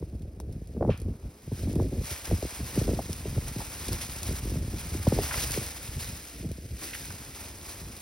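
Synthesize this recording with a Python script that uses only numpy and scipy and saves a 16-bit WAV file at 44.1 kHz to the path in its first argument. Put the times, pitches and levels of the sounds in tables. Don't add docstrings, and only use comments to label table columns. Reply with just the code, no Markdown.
import sys
import numpy as np
from scipy import signal
from scipy.fft import rfft, irfft, next_fast_len
from scipy.io import wavfile
from scipy.ndimage import uniform_filter1d

SR = 44100
rng = np.random.default_rng(int(sys.argv[2]) if len(sys.argv) > 2 else 0)


def generate_wav(sig):
    pcm = np.round(np.clip(np.atleast_2d(sig).T, -1, 1) * 32767).astype(np.int16)
    wavfile.write(sys.argv[1], SR, pcm)


N = 353241
TIME_S = np.arange(N) / SR
FFT_SIZE = next_fast_len(N + 8192)
FREQS_HZ = np.maximum(np.fft.rfftfreq(FFT_SIZE, 1 / SR), 1)
CUTOFF_HZ = 15900

# (time [s], rumble [dB])
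BREEZE_CURVE = [(0, -39.5), (0.35, -53.5), (0.65, -45.5), (1.0, -48), (1.4, -59), (1.8, -38.5), (2.2, -58),
                (3.1, -39.5), (3.5, -41), (3.7, -48.5), (4.1, -45.5), (4.68, -37), (4.8, -46), (4.9, -38.5),
                (5.45, -42.5), (5.77, -53.5), (5.9, -46), (6.28, -59), (6.55, -48), (6.9, -50.5),
                (7.6, -54.5), (7.87, -46), (8.0, -60)]
# (peak time [s], length [s], rumble [dB], flutter [dB])
GUST_EVENTS = [(0.154, 0.048, -38, -59), (0.237, 0.098, -40, -52), (0.49, 0.23, -38.5, -49.5),
               (0.831, 0.15, -32.5, -39), (1.068, 0.12, -33, -46), (1.258, 0.061, -37.5, -53.5),
               (1.507, 0.098, -39, -50), (1.648, 0.089, -31, -41.5), (1.805, 0.2, -32.5, -35.5),
               (1.985, 0.079, -30, -40), (2.114, 0.058, -38.5, -49.5), (2.333, 0.078, -28.5, -37),
               (2.45, 0.038, -34.5, -38), (2.623, 0.055, -34, -48.5), (2.87, 0.22, -32.5, -36),
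               (3.277, 0.04, -39, -41), (3.378, 0.024, -24, -43), (3.918, 0.087, -33.5, -40.5),
               (4.307, 0.087, -33, -41), (4.495, 0.1, -35, -41), (4.578, 0.22, -37.5, -46.5),
               (4.743, 0.031, -33.5, -39), (5.086, 0.022, -22.5, -44), (5.176, 0.1, -32, -37),
               (5.484, 0.069, -38, -47), (5.582, 0.18, -42.5, -47.5), (5.896, 0.015, -36, -67.5),
               (5.97, 0.047, -35, -53), (6.103, 0.14, -42.5, -72), (6.47, 0.22, -40.5, -45.5),
               (6.728, 0.05, -35.5, -66), (7.103, 0.1, -44, -64)]
# (time [s], slap [dB], thump [dB])
HARD_EDDIES = [(0.025, -21.5, -33), (0.128, -33.5, -30.5), (0.767, -24, -31), (0.809, -14, -27),
               (0.825, -13, -39), (0.837, -19, -41), (0.849, -15, -47), (0.863, -23.5, -29),
               (0.875, -18.5, -16), (0.885, -18, -26), (0.892, -11.5, -23), (0.904, -23, -21.5),
               (1.083, -24, -26.5), (1.516, -25, -23.5), (1.672, -23.5, -24.5), (1.735, -22.5, -36),
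               (1.757, -21, -22), (1.799, -16.5, -20.5), (1.927, -25, -27), (1.956, -25, -43),
               (2.312, -15.5, -20), (2.426, -18, -38), (2.601, -23, -32), (2.773, -22, -17.5),
               (2.878, -16.5, -25.5), (2.89, -16.5, -30.5), (2.932, -18, -26), (2.99, -11, -46),
               (3.093, -23, -34), (3.255, -26, -36), (3.378, -20.5, -28.5), (3.561, -25.5, -29),
               (4.305, -26.5, -33), (4.556, -24, -23), (4.948, -23.5, -30.5), (5.069, -15, -19.5),
               (5.121, -18, -21), (5.177, -21, -29), (5.187, -10, -30), (5.562, -25.5, -40),
               (5.574, -22.5, -26), (6.436, -31, -34), (6.452, -31, -26.5), (6.49, -29.5, -34),
               (6.647, -35.5, -40)]
# (time [s], rustle [dB])
STIR_CURVE = [(0, -63.5), (0.35, -68.5), (0.6, -64.5), (1.15, -64.5), (1.7, -53), (1.95, -54),
              (2.25, -46.5), (2.6, -43.5), (3.15, -47.5), (3.8, -43), (4.3, -43.5), (4.7, -49),
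              (5.15, -40.5), (5.7, -43.5), (5.9, -46), (6.5, -52.5), (6.62, -56), (6.74, -53), (7.1, -50),
              (8.0, -49.5)]
# (start [s], peak [dB], rise [s], t60 [s])
CLUMP_SWISHES = [(1.49, -48, 0.097, 0.48), (1.991, -38.5, .12, 0.54), (2.229, -40, 0.029, 0.32),
                 (2.7, -41, 0.068, 0.81), (3.88, -42, 0.046, 1), (4.21, -43.5, 0.076, 0.32),
                 (4.762, -42.5, 0.026, 1.4), (5.209, -36, 0.023, 1.25), (5.327, -37.5, 0.049, 2.1),
                 (5.495, -39.5, 0.042, 0.11), (5.968, -41, 0.044, 1.4), (6.744, -41.5, 0.099, 3.1),
                 (7.32, -47.5, 0.085, 1.06), (7.6, -45, 0.091, 0.88)]
# (time [s], level [dB])
LOW_RUSTLE_CURVE = [(0.5, -7), (1.2, 9), (1.6, -2.5), (2.2, 2), (5.3, 2), (6.3, -2), (6.68, -7.5), (7.3, 2)]
# (time [s], level [dB], pitch [Hz])
STALK_SNAPS = [(0.221, -55, 5000), (0.401, -45.5, 6000), (0.526, -53, 8000), (0.6728, -53, 8000),
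               (0.976, -47, 10000), (1, -48, 9000), (1.017, -49, 9000), (1.729, -45, 8000),
               (1.755, -43, 9000), (2.255, -36, 6000), (3.13, -34, 6000), (3.482, -36, 11000),
               (3.93, -29.5, 9000), (4.231, -32, 9000), (5.5086, -30, 10000), (5.518, -31, 7500),
               (6.5157, -41, 12700), (7.9667, -41.5, 11000)]
# (time [s], level [dB], pitch [Hz], t60 [s], low edge [Hz])
LITTER_CRUNCHES = [(0.897, -42.5, 2400, 0.28, 655), (3.601, -41, 960, 0.13, 600),
                   (3.882, -32, 9500, 0.041, 3020), (4.011, -33, 9500, 0.13, 1810),
                   (5.309, -34, 2200, 0.11, 910), (5.341, -23.5, 2200, 0.016, 905),
                   (5.3827, -33.5, 2200, 0.032, 700), (5.539, -35, 2340, 0.039, 1510),
                   (6.821, -44.5, 1100, 0.089, 450), (6.885, -55, 2050, .3, 1610),
                   (6.931, -38, 2700, 0.09, 1620), (6.949, -32.5, 2270, 0.023, 1650),
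                   (7.102, -42.5, 1490, 0.054, 600)]
# (time [s], level [dB])
SOFT_STEPS = [(3.595, -50), (6.814, -43.5)]
# (frequency [Hz], level [dB])
RUMBLE_SPECTRUM = [(22, -19), (34, -16.5), (50, -1), (75, 1.5), (110, -5), (170, -11), (260, -17),
                   (420, -43)]
FLUTTER_SPECTRUM = [(130, -15), (220, 4.5), (320, 6), (480, 0), (700, -10), (900, -41.5), (1400, -45)]
SPIT_SPECTRUM = [(230, -11.5), (420, 17.5), (700, 1.5), (1100, -17.5), (1500, -17.5), (2200, -46)]
# (frequency [Hz], level [dB])
BLADE_SPECTRUM = [(2000, -40), (3200, -12.5), (4300, -7), (5000, -2), (6500, -4), (9000, -1), (10200, -6),
                  (12500, -5), (14500, -6.5), (18000, -17)]
STALK_SPECTRUM = [(1100, -10.5), (1500, -3), (1900, 0), (2400, 2), (3000, -3), (4200, -4), (6000, -25)]
LOW_RUSTLE_SPECTRUM = [(220, -7), (550, 1), (1000, 1.5), (1400, -3), (2000, -22)]
SNAP_SPECTRUM = [(600, -15), (2000, 3.5), (9000, 11.5), (18000, 3)]
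# (frequency [Hz], phase [rad])
LEFT_PHASE_LEAD = [(0, 0.1), (780, -0.1), (1210, 0.97), (1720, 0.5), (2240, 0.75), (3530, 0.4),
                   (4130, 0.75), (5080, -0.1), (6370, 1.85), (6980, 2.92), (8300, 3.8), (9470, 5.3),
                   (9800, 6.1), (10900, 6.3), (11800, 7.4), (13000, 9), (14400, 9.2), (15600, 12.1)]
# (frequency [Hz], share [0-1])
DIFFUSE_SHARE = [(500, 0.0067), (1000, 0.31), (1800, 0.12), (3000, 0.35), (4700, 0.11), (6000, 0.006),
                 (7300, 0.00047), (9000, 0.033), (10400, 0.038), (12000, 0.13), (13500, 0.034),
                 (15500, 0.19)]


def wind(rumble_gain_db=3.5, flutter_gain_db=2.0, spit_gain_db=-23.0, rough_above_db=-50.5):
    rumble_db, flutter_db = airflow_db()
    lumps = from_db(4.5 * drift(40.0))
    eddies = grains(150, spread_db=4.5)[0]
    puffs = rms_one(lumps * (eddies + 0.4 * rng.standard_normal(N)))
    roughness = 1 / (1 + from_db(2 * (rough_above_db - flutter_db)))
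    force = from_db(0.5 * (flutter_db - flutter_db.max()))
    rumble = colour(puffs + lumps * rng.standard_normal(N), RUMBLE_SPECTRUM)
    smooth_flow = 0.27 * (1 - roughness) * rng.standard_normal(N)
    flutter = colour(roughness * puffs + smooth_flow, FLUTTER_SPECTRUM)
    spit = from_db(spit_gain_db) * force * colour(puffs * rng.standard_normal(N), SPIT_SPECTRUM)
    return (from_db(rumble_db + rumble_gain_db) * steady(swoop(rumble), span_s=0.067)
            + from_db(flutter_db + flutter_gain_db) * steady(swoop(flutter + spit), span_s=0.11))


def airflow_db(typical_breeze_db=-46.5, typical_flutter_db=-54, flutter_lead_s=0.011):
    breeze_db = curve(BREEZE_CURVE) + 3 * drift(18)
    rumbles_db = [breeze_db]
    flutters_db = [typical_flutter_db + 0.39 * (breeze_db - typical_breeze_db)]
    for peak_s, length_s, rumble_db, flutter_db in GUST_EVENTS:
        rumbles_db.append(rumble_db + gust_db(peak_s, length_s))
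        flutters_db.append(flutter_db + gust_db(peak_s - flutter_lead_s, length_s))
    return power_sum_db(rumbles_db), power_sum_db(flutters_db)


def gust_db(peak_s, length_s, rise_speedup=1.29):
    offset = (TIME_S - peak_s) / (length_s / 2) * np.where(TIME_S < peak_s, rise_speedup, 1)
    return -6 * np.minimum(offset ** 2, 20)


def buffets(slap_gain_db=-7.0, thump_gain_db=0.5, spit_gain_db=-17.5,
            thump_hz=80, max_sweep_hz=880, glide_s=0.00597, port_band_hz=(33, 2200)):
    out, spit_envelope = np.zeros(N), np.zeros(N)
    wobble = from_db(2 * drift(320.0))
    ragged = rms_one(from_db(3 * drift(194)))
    hardest_db = max(slap_db for _, slap_db, _ in HARD_EDDIES)
    for start_s, slap_db, thump_db in HARD_EDDIES:
        span = half_second(start_s)
        force = from_db(0.805 * (slap_db - hardest_db))
        hz = thump_hz + max_sweep_hz * np.sqrt(force) * np.exp(-(TIME_S[span] - start_s) / glide_s)
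        swing = np.sin(2 * np.pi * (np.cumsum(hz * wobble[span]) / SR + rng.random()))
        slap = from_db(slap_db + slap_gain_db) * burst(start_s, rise_s=0.0035, t60_s=0.018)
        thump = from_db(thump_db + thump_gain_db) * burst(start_s + 0.0025, rise_s=0.059, t60_s=0.063)
        out[span] += swing * ragged[span] * (slap + thump)[span]
        spit_gain = from_db(slap_db + spit_gain_db) * force
        spit_envelope += spit_gain * burst(start_s, rise_s=0.0023, t60_s=0.055)
    out += spit_envelope * steady(colour(rng.standard_normal(N), SPIT_SPECTRUM), span_s=0.033)
    return bandpass(out, port_band_hz, order=3)


def reeds(blade_gain_db=0.33, stalk_gain_db=-1.36, low_gain_db=-5.0,
          blade_tick_db=-6.5, stalk_tick_db=-7.5):
    blade_db, stalk_db = reed_motion_db()
    contacts_per_s = 10000 * from_db(0.5 * (blade_db - blade_db.max()))
    clumps = from_db(1.5 * drift(35.0))
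    blade_friction = rms_one(grains(contacts_per_s, spread_db=-2.5) / np.sqrt(contacts_per_s))
    blade_friction += rng.standard_normal((2, N))
    stalk_friction = rms_one(grains(contacts_per_s / 2, spread_db=0) / np.sqrt(contacts_per_s))
    stalk_friction += rng.standard_normal((2, N))
    ticks_per_s = contacts_per_s / 20
    bunched_per_s = ticks_per_s * from_db(6.5 * drift(20))
    blade_ticks = ticks(bunched_per_s, band_hz=(3350, 14200), t60_cycles=2.2, spread_db=2.8)
    stalk_ticks = ticks(ticks_per_s, band_hz=(1295, 2790), t60_cycles=40, spread_db=2.0)
    blades = rms_one(colour(blade_friction * clumps, BLADE_SPECTRUM))
    blades += from_db(blade_tick_db) * blade_ticks
    stalks = rms_one(colour(stalk_friction * clumps, STALK_SPECTRUM))
    stalks += from_db(stalk_tick_db) * stalk_ticks
    low_rustle = rms_one(colour(stalk_friction[::-1] * clumps, LOW_RUSTLE_SPECTRUM))
    return (from_db(blade_db + blade_gain_db) * blades
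            + from_db(stalk_db + stalk_gain_db) * stalks
            + from_db(stalk_db + curve(LOW_RUSTLE_CURVE) + low_gain_db) * low_rustle)


def reed_motion_db(typical_blade_db=-44.5, typical_stalk_db=-49.5):
    levels_db = [curve(STIR_CURVE)]
    for start_s, peak_db, rise_s, t60_s in CLUMP_SWISHES:
        build_db = 20 * np.log10(np.clip((TIME_S - start_s) / rise_s, 1e-4, 1))
        settle_db = -60 * np.clip((TIME_S - start_s - rise_s) / t60_s, 0, 2)
        levels_db.append(peak_db + build_db + settle_db)
    blade_db = power_sum_db(levels_db)
    return blade_db, typical_stalk_db + 0.95 * (blade_db - typical_blade_db)


def ticks(rate_per_s, band_hz, t60_cycles, spread_db):
    hits, out = grains(rate_per_s, spread_db), 0
    pitches_hz = np.geomspace(*band_hz, 16)
    pitch_index = rng.integers(0, len(pitches_hz), N)
    for k, hz in enumerate(pitches_hz):
        radius = from_db(-60 * hz / (t60_cycles * SR))
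        feedback = [1, -2 * radius * np.cos(2 * np.pi * hz / SR), radius * radius]
        out += np.sqrt(hz) * signal.lfilter([1, 0, -1], feedback, hits * (pitch_index == k) + 1e-18)
    return rms_one(out)


def snaps(crack_db=-1.5, shiver_db=-7.5, ring_db=-2.5):
    fibres, body, rings = rng.standard_normal((2, N)), 0, 0
    for start_s, level_db, pitch_hz in STALK_SNAPS:
        crack = from_db(level_db) * burst(start_s, rise_s=0.0002, t60_s=0.007) * fibres
        shiver = from_db(level_db + shiver_db) * burst(start_s, rise_s=0.00093, t60_s=0.067) * fibres
        body += from_db(crack_db) * crack + shiver
        rings += resonate(crack, pitch_hz, q=3.5)
    return colour(body, SNAP_SPECTRUM) + from_db(ring_db) * rings


def crunches(body_db=-2.0, ring_db=-7.0):
    breaks = steady(grains(5000, spread_db=3.0), span_s=0.01)
    out = np.zeros((2, N))
    for start_s, level_db, pitch_hz, t60_s, low_hz in LITTER_CRUNCHES:
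        span = half_second(start_s)
        run = from_db(level_db) * burst(start_s, t60_s / 50, t60_s)[span] * breaks[:, span]
        top_hz = np.clip(1.046 * pitch_hz, low_hz + 100, CUTOFF_HZ)
        makeup_gain = np.sqrt(SR / 2 / (top_hz - low_hz))
        body = makeup_gain * bandpass(run + 1e-18, [low_hz, top_hz], order=2)
        out[:, span] += from_db(body_db) * body + from_db(ring_db) * resonate(run, pitch_hz, q=7.3)
    return out


def knock(start_s=0.4015, level_db=-34.0, pitch_hz=880, click_db=-5.0):
    tone = np.sin(2 * np.pi * pitch_hz * (TIME_S - start_s))
    ring = tone * burst(start_s, rise_s=0.00014, t60_s=0.0086)
    click = burst(start_s, rise_s=0.0002, t60_s=0.0067) * rng.standard_normal((2, N))
    return from_db(level_db) * (ring + from_db(click_db) * click)


def footfalls():
    press = sum(from_db(level_db) * burst(start_s, rise_s=0.013, t60_s=0.2)
                for start_s, level_db in SOFT_STEPS)
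    return press * resonate(rng.standard_normal(N), hz=330, q=10.0)


def far_wind(level_db=-67.0, swell_db=-0.5):
    spectrum_hz_db = [(400, -36), (650, 13), (1000, 2), (2500, -8)]
    rush = colour(rng.standard_normal((2, N)), spectrum_hz_db)
    return from_db(level_db + swell_db * drift(4.8)) * rush


def microphone_ports(pair):
    direct, diffuse = rfft(pair, FFT_SIZE)
    side_share = np.clip(over_hz(DIFFUSE_SHARE), 0, 1) / 2
    polarity = np.array([[1], [-1]])
    stereo = np.sqrt(1 - side_share) * direct + polarity * np.sqrt(side_share) * diffuse
    stereo[0] *= np.exp(1j * over_hz(LEFT_PHASE_LEAD))
    return irfft(stereo, FFT_SIZE)[:, :N]


def from_db(db):
    return 10 ** (np.asarray(db) / 20)


def power_sum_db(levels_db):
    return 10 * np.log10(sum(from_db(db) ** 2 for db in levels_db) + 1e-20)


def rms_one(x):
    return x / np.sqrt(np.mean(x ** 2) + 1e-20)


def curve(points):
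    return np.interp(TIME_S, *np.transpose(points))


def over_hz(points):
    hz, value = np.transpose(points)
    return np.interp(np.log(FREQS_HZ), np.log(hz), value)


def half_second(start_s):
    return slice(int(start_s * SR), int(start_s * SR) + SR // 2)


def burst(start_s, rise_s, t60_s):
    out, span = np.zeros(N), half_second(start_s)
    age_s = np.arange(len(out[span])) / SR
    shape = (1 - np.exp(-age_s / rise_s)) * from_db(-60 * age_s / t60_s)
    out[span] = shape / (shape.max() + 1e-12)
    return out


def drift(rate_hz, hop=40):
    pole = np.exp(-2 * np.pi * rate_hz * hop / SR)
    noise = rng.standard_normal(N // hop + 2002)
    slow = signal.lfilter([1], [1, -2 * pole, pole * pole], noise)[2000:]
    return np.interp(np.arange(N) / hop, np.arange(len(slow)), rms_one(slow))


def grains(rate_per_s, spread_db):
    sizes = from_db(spread_db * np.minimum(rng.exponential(1, (2, N)), 5))
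    signs = rng.choice([-1, 1], (2, N))
    return rms_one(sizes * signs * (rng.random((2, N)) < rate_per_s / SR))


def steady(x, span_s):
    size = max(int(span_s * SR / 2), 2)
    power = uniform_filter1d(uniform_filter1d(x ** 2, size), size)
    return x / np.sqrt(np.abs(power) + 1e-12)


def colour(x, spectrum):
    low_skirt = np.minimum(FREQS_HZ / spectrum[0][0], 1) ** 2
    high_skirt = np.minimum(spectrum[-1][0] / FREQS_HZ, 1) ** 4
    gain = rms_one(from_db(over_hz(spectrum)) * low_skirt * high_skirt)
    cepstrum = irfft(np.log(gain + 1e-5), FFT_SIZE)
    cepstrum[1:FFT_SIZE // 2] *= 2
    cepstrum[FFT_SIZE // 2 + 1:] = 0
    return irfft(rfft(x, FFT_SIZE) * np.exp(rfft(cepstrum)), FFT_SIZE)[..., :N]


def swoop(x, delay_cycles=0.499):
    lag_rad = 2 * np.pi * delay_cycles * np.log(FREQS_HZ + 20)
    return irfft(rfft(x, FFT_SIZE) * np.exp(-1j * lag_rad), FFT_SIZE)[:N]


def bandpass(x, band_hz, order):
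    return signal.sosfilt(signal.butter(order, band_hz, "band", fs=SR, output="sos"), x)


def resonate(x, hz, q):
    return signal.lfilter(*signal.iirpeak(hz, q, fs=SR), x + 1e-18) * np.sqrt(q * SR / (np.pi * hz))


def scene():
    plants = microphone_ports(reeds() + snaps() + crunches() + knock())
    return plants + footfalls() + far_wind() + wind() + buffets()


def record(dry):
    return signal.sosfiltfilt(signal.ellip(10, 0.05, 60, CUTOFF_HZ, fs=SR, output="sos"), dry)


dry = scene()
out = record(dry)
generate_wav(out)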